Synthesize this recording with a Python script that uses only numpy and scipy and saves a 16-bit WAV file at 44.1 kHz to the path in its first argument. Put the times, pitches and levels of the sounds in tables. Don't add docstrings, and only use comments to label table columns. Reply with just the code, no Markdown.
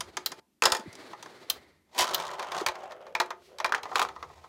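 import sys
import numpy as np
from scipy import signal
from scipy.fft import rfft, irfft, next_fast_len
from scipy.io import wavfile
from scipy.ndimage import map_coordinates

SR = 44100
rng = np.random.default_rng(int(sys.argv[2]) if len(sys.argv) > 2 else 0)


def waveform_to_disk(signal):
    frames = np.transpose(np.atleast_2d(signal))
    scaled = np.clip(frames, -1, 1) * 32767
    samples = np.round(scaled).astype(np.int16)
    wavfile.write(sys.argv[1], SR, samples)


N = 197580

# t/s, relative level/dB, hardness/dB (harder is brighter)
PLUNGER_CLICKS = [(0.0062, -35.5, 2.5), (0.169, -31, -1.5), (0.3182, -40, -0.5), (0.9283, -59, 6.5),
                  (0.9527, -56, 6), (1.2261, -44.5, -0.5), (1.259, -44, -10)]
PLASTIC_SNAPS = [(0.2603, -39, 0), (1.4995, -38, 1.5), (2.1448, -36.5, -1)]
MARBLE_DROP = [(0.6215, -24, -2), (0.6365, -26.5, 1), (0.6554, -20.5, 2.5), (0.7, -35, -4),
               (0.7203, -26, 3.5), (0.7487, -31, -1), (0.7675, -43.5, 4.5), (0.796, -54, 5),
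               (0.808, -52, -3)]
LOOSE_CLACKS = [(1.131, -39, -8), (3.692, -37.5, -6.5), (3.7218, -29, -1), (3.7469, -29.5, 1),
                (3.779, -38, -6), (3.8314, -39, 3), (3.854, -35, -11), (3.892, -44.5, -12),
                (3.915, -34, -15), (3.9562, -24.5, 3.5), (3.981, -36, 5), (3.9946, -26.5, 3.5),
                (4.0161, -25.5, 0), (4.025, -49, 19), (4.049, -39.5, -0.5), (4.087, -37.5, -4.5),
                (4.1625, -40.5, -13.5), (4.204, -53, -9), (4.2262, -35.5, -7), (4.299, -48.5, -19),
                (4.377, -55, -7), (4.44, -46, -10)]
PLUNGER_SHOT = [(1.947, -49.5, -1.5), (1.979, -34, 1.5), (1.988, -26, 2.5), (1.9945, -28, -3),
                (2.006, -27.5, 2.5), (2.018, -31.5, 2.5), (2.029, -37.5, 1.5)]
MARBLE_KNOCKS = [(2.0697, -41, 7), (2.1375, -41.5, 13), (2.199, -38.5, 6), (2.237, -36, -15),
                 (2.2887, -37, -6), (2.395, -32.5, 0.5), (2.4264, -35.5, 1), (2.5187, -33.5, 2),
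                 (2.5446, -37.5, -10), (2.597, -35, -17), (2.6628, -24, 6.5), (2.685, -29, 3.5),
                 (2.7546, -40, -2.5), (2.909, -44, -4), (2.9198, -41.5, -1), (3.014, -56, -2),
                 (3.0664, -45, -4.5), (3.1504, -26.5, 0.5), (3.2003, -19, 0.5), (3.215, -39, 5.5),
                 (3.26, -69, 21), (3.3049, -30, -4), (3.5845, -42.5, 7.5), (3.6007, -28.5, -3),
                 (3.6451, -21, -1.5), (3.66, -33.5, 3)]

# low f/Hz, high f/Hz
TRAY_BANDS = [(120, 700), (700, 2200), (2200, 7000), (7000, 17000)]
# rise/s, time to fall 60 dB/s (before each part's own damping)
BENDING_WAVES = [(0.0074, 0.087), (0.0051, 0.065), (0.0011, 0.064), (.00025, 0.052)]
# f/Hz, relative level/dB, time to fall 60 dB/s
TRAY_NOTES = [(363.2, -4.5, 0.17), (535.4, -6.5, 0.15), (654, -15, 0.071), (882, -9.5, 0.28),
              (920, -2, 0.12), (1070, -2.5, 0.066), (1320, -2, 0.028), (1323, -1.5, .09),
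              (1510, -18.5, 0.045), (2140, -9.5, 0.059), (2420, -6, 0.09), (2370, -12.5, 0.11),
              (3560, -17.5, .08), (3970, -20, 0.039), (4900, -13, 0.06), (4800, -25.5, .08)]

# f/Hz, relative level/dB
AIR_COLOUR = [(15, -28.5), (25, -0.5), (92, -14.5), (200, 10.5), (384, 2), (451, -5), (1100, -11.5),
              (7920, -16.5), (13200, -17), (14400, -22.5), (16000, -42)]
CLOTH_COLOUR = [(60, -28), (110, -12.5), (190, -13.5), (380, -2.5), (470, -8), (620, -9.5), (1050, -12),
                (1650, -15), (2080, -16), (2700, -21.5), (4400, -18), (5300, -25.5), (9500, -33.5),
                (16000, -44.5)]
CLICK_COLOUR = [(150, -45), (250, -19), (618, -8.5), (875, -0.5), (2440, -13.5), (3840, -7.5), (4410, -15),
                (4820, -4), (5440, -11), (6250, -8), (8120, -25.5), (9330, -21.5), (13000, -36),
                (14700, -37), (16000, -36.5)]
SNAP_COLOUR = [(250, -14), (380, -4), (1100, -2), (2000, -3.5), (2550, -13), (3000, 3.5), (3500, -2),
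               (4000, 4), (5000, -5.5), (6600, -5.5), (8200, -11.5), (11500, -10), (14000, -3),
               (16000, -11)]
DROP_COLOUR = [(88, -61), (150, -31), (534, -10), (790, -11), (854, -4.5), (1210, -6.5), (1830, -9.5),
               (2180, -20), (3490, -10), (4160, -14.5), (4950, -8), (5910, -19.5), (6910, -12.5),
               (14000, -27), (16000, -31)]
CLACK_COLOUR = [(120, -45), (200, -18.5), (416, 1), (612, -3.5), (1270, 0.5), (1480, -19), (2020, -11.5),
                (2170, -20), (2380, -24), (3490, -26.5), (4120, -26.5), (4770, -31), (6640, -32.5),
                (8420, -37), (16000, -48)]
SHOT_COLOUR = [(88, -57), (150, -32), (376, -11), (457, -16), (534, 2.5), (871, -15), (998, 1.5),
               (1100, -14.5), (2400, -11.5), (2600, -2.5), (2760, -14), (3040, -1.5), (3550, -8.5),
               (4580, -6), (16000, -24)]
ROLL_COLOUR = [(60, -46.5), (170, -9), (280, -22.5), (360, -0.5), (450, -4), (560, 2), (900, -3.5),
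               (1300, 0), (1700, -7), (2400, -10), (3200, -8), (5000, -43.5)]
GRIT_COLOUR = [(1180, -53), (2000, -4), (2640, -6), (3710, 2.5), (4050, 1), (6640, -3), (8400, -10.5),
               (14700, -23), (16000, -24)]
KNOCK_COLOUR = [(88, -59), (150, -56), (354, -23), (759, -4.5), (888, 11.5), (1140, 6), (1450, 0),
                (1940, 0.5), (2700, -14), (4080, -11), (4490, -14.5), (6510, -19), (9440, -28),
                (15100, -35), (16000, -41)]
RUB_COLOUR = [(100, -35), (250, -7), (380, -0.5), (950, 3.5), (1400, -9), (2400, -6.5), (5000, -34)]
SWISH_COLOUR = [(800, -34.5), (2000, 3.5), (4500, 3.5), (6800, -3.0), (8300, -6), (11000, -8.5),
                (16000, -15.5)]
ROOM_COLOUR = [(200, -10), (1000, -14.0), (4000, -13.5), (14000, -15)]

# peak t/s, level/dB, rise/s, fall/s (both over 20 dB)
HUM_SWELLS = [(0.0, -59, 0.1, 0.4), (1.56, -64.5, 0.15, 0.45), (2.1, -68, 0.2, 1.7),
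              (4.28, -58.5, 0.95, 0.46)]
SPRING_SWELLS = [(0.86, -58.5, 0.05, 0.53), (1.52, -62.5, 0.41, 0.31)]
RUB_SWELLS = [(2.0, -31.5, 0.048, 0.059), (3.97, -41, 0.1, 0.12), (4.28, -59.5, 0.32, 3.6)]
SWISH_SWELLS = [(3.46, -62, 0.087, 0.11), (4.3, -72.5, 2.7, 3)]

# start t/s, end t/s, relative level/dB, time to fade 60 dB/s
SLEEVE_RUSTLE = [(0.0, 0.396, -56, 0.018), (0.795, 1.512, -53.5, 0.79)]
# t/s, relative level/dB, starting f/Hz
SOFT_BUMPS = [(0.659, -38.5, 190), (0.661, -37, 95), (0.72, -31.5, 81), (0.793, -32.5, 265),
              (.859, -29.5, 345), (0.87, -32, 229), (.879, -34, 128), (1.502, -60.5, 80),
              (1.998, -46.5, 120), (2.008, -33.5, 65), (2.613, -21, 432), (2.663, -38, 131),
              (2.691, -39.5, 70)]
# t/s, level/dB, f/Hz
WALL_NOTES = [(0.6228, -9, 2580), (0.6551, -8, 5140), (0.72, -13, 5170), (3.153, -15, 2300),
              (3.201, -19.5, 1193), (3.6451, -14, 2370)]
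# t/s, peak level/dB, f/Hz
LEVER_TRIPS = [(3.7224, -10, 1450), (3.7395, -12.5, 1410), (3.7467, -13, 1730), (3.956, -13.5, 1400),
               (3.9938, -13, 1300), (4.0167, -14, 1300), (4.05, -19.5, 1190), (4.163, -37.5, 1030),
               (4.2268, -31, 1270)]
# t/s, share of full speed
MARBLE_SPEED = [(1.97, 0.11), (2.03, 0.96), (2.17, 0.78), (2.42, 0.54), (2.625, 0.76), (2.655, 0.33),
                (2.7, 0.45), (2.87, 0.38), (2.97, 0.19), (3.025, 0.26), (3.1, 0.21), (3.45, 0.062),
                (3.56, 0.21), (3.9, 0.13), (4.15, 0.11)]
# f/Hz, time to fall 60 dB/s
ROOM_FADE = [(150, 0.5), (1000, 0.28), (4000, 0.16), (14000, 0.15)]


def amp(db):
    return 10 ** (np.asarray(db) / 20)


def unit(x):
    return x / np.sqrt(np.mean(x ** 2) + 1e-20)


def along(points, hz):
    f, v = np.transpose(points)
    return np.interp(np.log(hz + 1), np.log(f + 1), v)


def wobble(rate):
    points = rng.standard_normal(int(N * rate / SR) + 4)
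    return map_coordinates(points, [np.arange(N) * rate / SR])


def filtered(x, response):
    n = x.shape[-1]
    m = next_fast_len(n + 4096)
    return irfft(rfft(x, m) * response(np.fft.rfftfreq(m, 1 / SR)), m)[..., :n]


def coloured(x, tone):
    return unit(filtered(x, lambda hz: amp(along(tone, hz))))


def noise(tone):
    return coloured(rng.standard_normal(N), tone)


def add(out, s, x):
    i = max(round(s * SR), 0)
    out[i:i + len(x)] += x[:max(N - i, 0)]


def swells(rows):
    t = np.arange(N) / SR
    return sum(amp(db - 20 * np.maximum((s - t) / rise, (t - s) / fall)) for s, db, rise, fall in rows)


def radiated(x, small_hz=190):
    return signal.sosfilt(signal.butter(2, small_hz, 'high', fs=SR, output='sos'), x)


def contacts(rows, tone, balance_db, damping, ring_db, sharp, crack_s, alike=0.49, tick_grows=1.37):
    out, t = np.zeros(N), np.arange(SR // 4) / SR
    head = t < .014
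    place = rng.standard_normal(len(t))
    hz, note_db, note_t60 = np.transpose(TRAY_NOTES)[:, :, None]
    knock, crack, tick = balance_db
    for s, body_db, hard_db in rows:
        band_db = body_db + np.array([knock, 0, crack + hard_db, tick + tick_grows * hard_db])
        own = rng.standard_normal(len(t))
        wash = coloured(alike * place + np.sqrt(1 - alike ** 2) * own, tone)
        blow = np.zeros(len(t))
        for (lo, hi), (rise, t60), db in zip(TRAY_BANDS, BENDING_WAVES, band_db):
            fall = amp(-60 * t * damping / t60) + sharp * amp(-60 * t / crack_s)
            band = filtered(wash, lambda f: (f >= lo) & (f < hi))
            part = band * fall * (1 - np.exp(-t / rise))
            blow += amp(db) * part / np.std(part[head])
        strength = amp(note_db + rng.normal(0, 3.5, hz.shape) - 60 * t / note_t60)
        notes = strength * np.sin(2 * np.pi * (hz * t + rng.random(hz.shape)))
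        ring = np.sum(notes, axis=0) * (1 - np.exp(-t / 0.009))
        blow += amp(np.mean(band_db[:2]) + ring_db) * ring / np.std(ring[head])
        add(out, s, blow)
    return radiated(out)


def air(floor_db=-74, hum_hz=76, width_hz=14, octave_db=-6):
    def line(f, hz):
        return 1 / (1 + ((f - hz) / width_hz) ** 2)

    def both_lines(f):
        return line(f, hum_hz) + amp(octave_db) * line(f, 2 * hum_hz)

    hum = unit(filtered(rng.standard_normal(N), both_lines))
    return amp(floor_db) * noise(AIR_COLOUR) + swells(HUM_SWELLS) * hum


def hands(rustle_db=1, bump_db=4.5, sag=0.33, bump_t60=0.044):
    now, t = np.arange(N) / SR, np.arange(SR // 6) / SR
    level = sum((now >= start) * amp(db - 60 * np.maximum(now - end, 0) / t60)
                for start, end, db, t60 in SLEEVE_RUSTLE)
    out = level * amp(rustle_db + 3.0 * wobble(43)) * noise(CLOTH_COLOUR)
    for s, db, hz in SOFT_BUMPS:
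        sinking_hz = hz * (1 - sag * (1 - np.exp(-t / 0.015)))
        rough = 1 + .35 * wobble(130)[:len(t)]
        thud = np.sin(2 * np.pi * np.cumsum(sinking_hz) / SR) * rough
        fade = amp(db + bump_db - 60 * t / bump_t60)
        add(out, s, fade * thud * (1 - np.exp(-t / 0.0076)))
    return out


def plunger_clicks():
    return amp(-2.0) * contacts(PLUNGER_CLICKS, CLICK_COLOUR, balance_db=(-12, 0, -7), damping=1.7,
                                ring_db=-7.0, sharp=0.72, crack_s=0.0096)


def plastic_snaps():
    return amp(-1.5) * contacts(PLASTIC_SNAPS, SNAP_COLOUR, balance_db=(-10.5, 12.5, 8.5), damping=1.5,
                                ring_db=-8.5, sharp=0.8, crack_s=0.017)


def marble_drop():
    return amp(-1.5) * contacts(MARBLE_DROP, DROP_COLOUR, balance_db=(-8, -1.5, -9), damping=0.63,
                                ring_db=-8.5, sharp=5.2, crack_s=0.014)


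def walls(t60=0.011):
    out, t = np.zeros(N), np.arange(SR // 12) / SR
    for s, db, hz in WALL_NOTES:
        add(out, s, amp(db - 60 * t / t60) * np.sin(2 * np.pi * hz * t))
    return radiated(out)


def spring(sing_hz=2050, width_hz=220):
    hiss = filtered(rng.standard_normal(N), lambda f: 1 / (1 + ((f - sing_hz) / width_hz) ** 2))
    return swells(SPRING_SWELLS) * unit(hiss)


def turntable(lever_t60=0.0043, swing_rise=0.001):
    out = amp(-2) * contacts(LOOSE_CLACKS, CLACK_COLOUR, balance_db=(-11.5, -5, -18), damping=0.68,
                             ring_db=-31, sharp=4.1, crack_s=0.019)
    t = np.arange(SR // 25) / SR
    for s, db, hz in LEVER_TRIPS:
        onset = 1 - np.exp(-(t / swing_rise) ** 2)
        swing = np.sin(2 * np.pi * hz * t) * amp(-60 * t / lever_t60) * onset
        add(out, s, amp(db) * swing / np.abs(swing).max())
    return out


def plunger_shot():
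    return amp(-1.6) * contacts(PLUNGER_SHOT, SHOT_COLOUR, balance_db=(-10, 0, -8), damping=0.81,
                                ring_db=-14.5, sharp=0.42, crack_s=0.015)


def rubbing(grit_db=-7, rough_db=3.0):
    rumble, grit = noise(RUB_COLOUR), noise(GRIT_COLOUR)
    return swells(RUB_SWELLS) * amp(rough_db * wobble(120)) * (rumble + amp(grit_db) * grit)


def rolling(focus_db=13, soft_db=4.0, octaves=0.41, rumble_db=-34.0, grit_db=-38, bump_rate=170,
            uneven_db=1.6, full_speed_hz=1190, pitch_power=0.51, rumble_power=1.26, grit_power=3.08):
    now, t = np.arange(N) / SR, np.arange(SR // 40) / SR
    speed = np.maximum(np.interp(now, *np.transpose(MARBLE_SPEED), left=0, right=0), 1e-3)
    bump_size = amp(3.3 * np.minimum(rng.exponential(size=N), 3))
    bumps = (rng.random(N) < bump_rate / SR) * bump_size
    energy = signal.fftconvolve(bumps ** 2, amp(-120 * t / 0.02))[:N]
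    chatter = unit(np.sqrt(np.abs(energy + 0.1)))
    hz, when, z = signal.stft(noise(ROLL_COLOUR), SR, nperseg=1024)
    pace = np.interp(when, now, speed)
    centre_hz = full_speed_hz * pace ** pitch_power
    above = np.log2((hz[:, None] + 1) / centre_hz)
    focus_shape = focus_db * np.exp(-(above / octaves) ** 2) - soft_db * np.maximum(above, 0)
    focused = z * amp((1 - 0.58 * pace) * focus_shape)
    even = focused / np.linalg.norm(focused, axis=0)
    tone = signal.istft(even, SR, nperseg=1024)[1][:N]
    rumble = amp(rumble_db) * speed ** rumble_power * unit(tone * chatter ** 0.39)
    grit = amp(grit_db) * speed ** grit_power * chatter * noise(GRIT_COLOUR)
    return amp(uneven_db * wobble(35)) * (rumble + grit)


def marble_knocks():
    return amp(-3.5) * contacts(MARBLE_KNOCKS, KNOCK_COLOUR, balance_db=(-11, -6, -19), damping=0.87,
                                ring_db=-10.5, sharp=3.5, crack_s=0.015)


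def swishes():
    return swells(SWISH_SWELLS) * noise(SWISH_COLOUR)


def room(x):
    hz, t, z = signal.stft(rng.standard_normal(SR // 2), SR, nperseg=256)
    fading = z * amp(-60 * t / along(ROOM_FADE, hz)[:, None])
    tail = signal.istft(fading, SR, nperseg=256)[1]
    tail *= 1 - np.exp(-np.arange(len(tail)) / SR / 0.00093)
    wet = signal.fftconvolve(x, tail / np.linalg.norm(tail))[:N]
    return filtered(wet, lambda f: amp(along(ROOM_COLOUR, f)))


def scene():
    shooter = plunger_clicks() + plastic_snaps() + spring() + plunger_shot()
    marble = marble_drop() + walls() + rolling() + marble_knocks()
    toy = shooter + marble + turntable() + rubbing() + swishes()
    return (toy + room(toy) + hands() + air())[None]


def record(dry, low_cut_hz=55, top_hz=16100):
    lean = filtered(dry, lambda hz: hz ** 2 / np.hypot(hz ** 2, low_cut_hz ** 2))
    return filtered(lean, lambda hz: 1 / (1 + (hz / top_hz) ** 120))


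dry = scene()
out = record(dry)
waveform_to_disk(out)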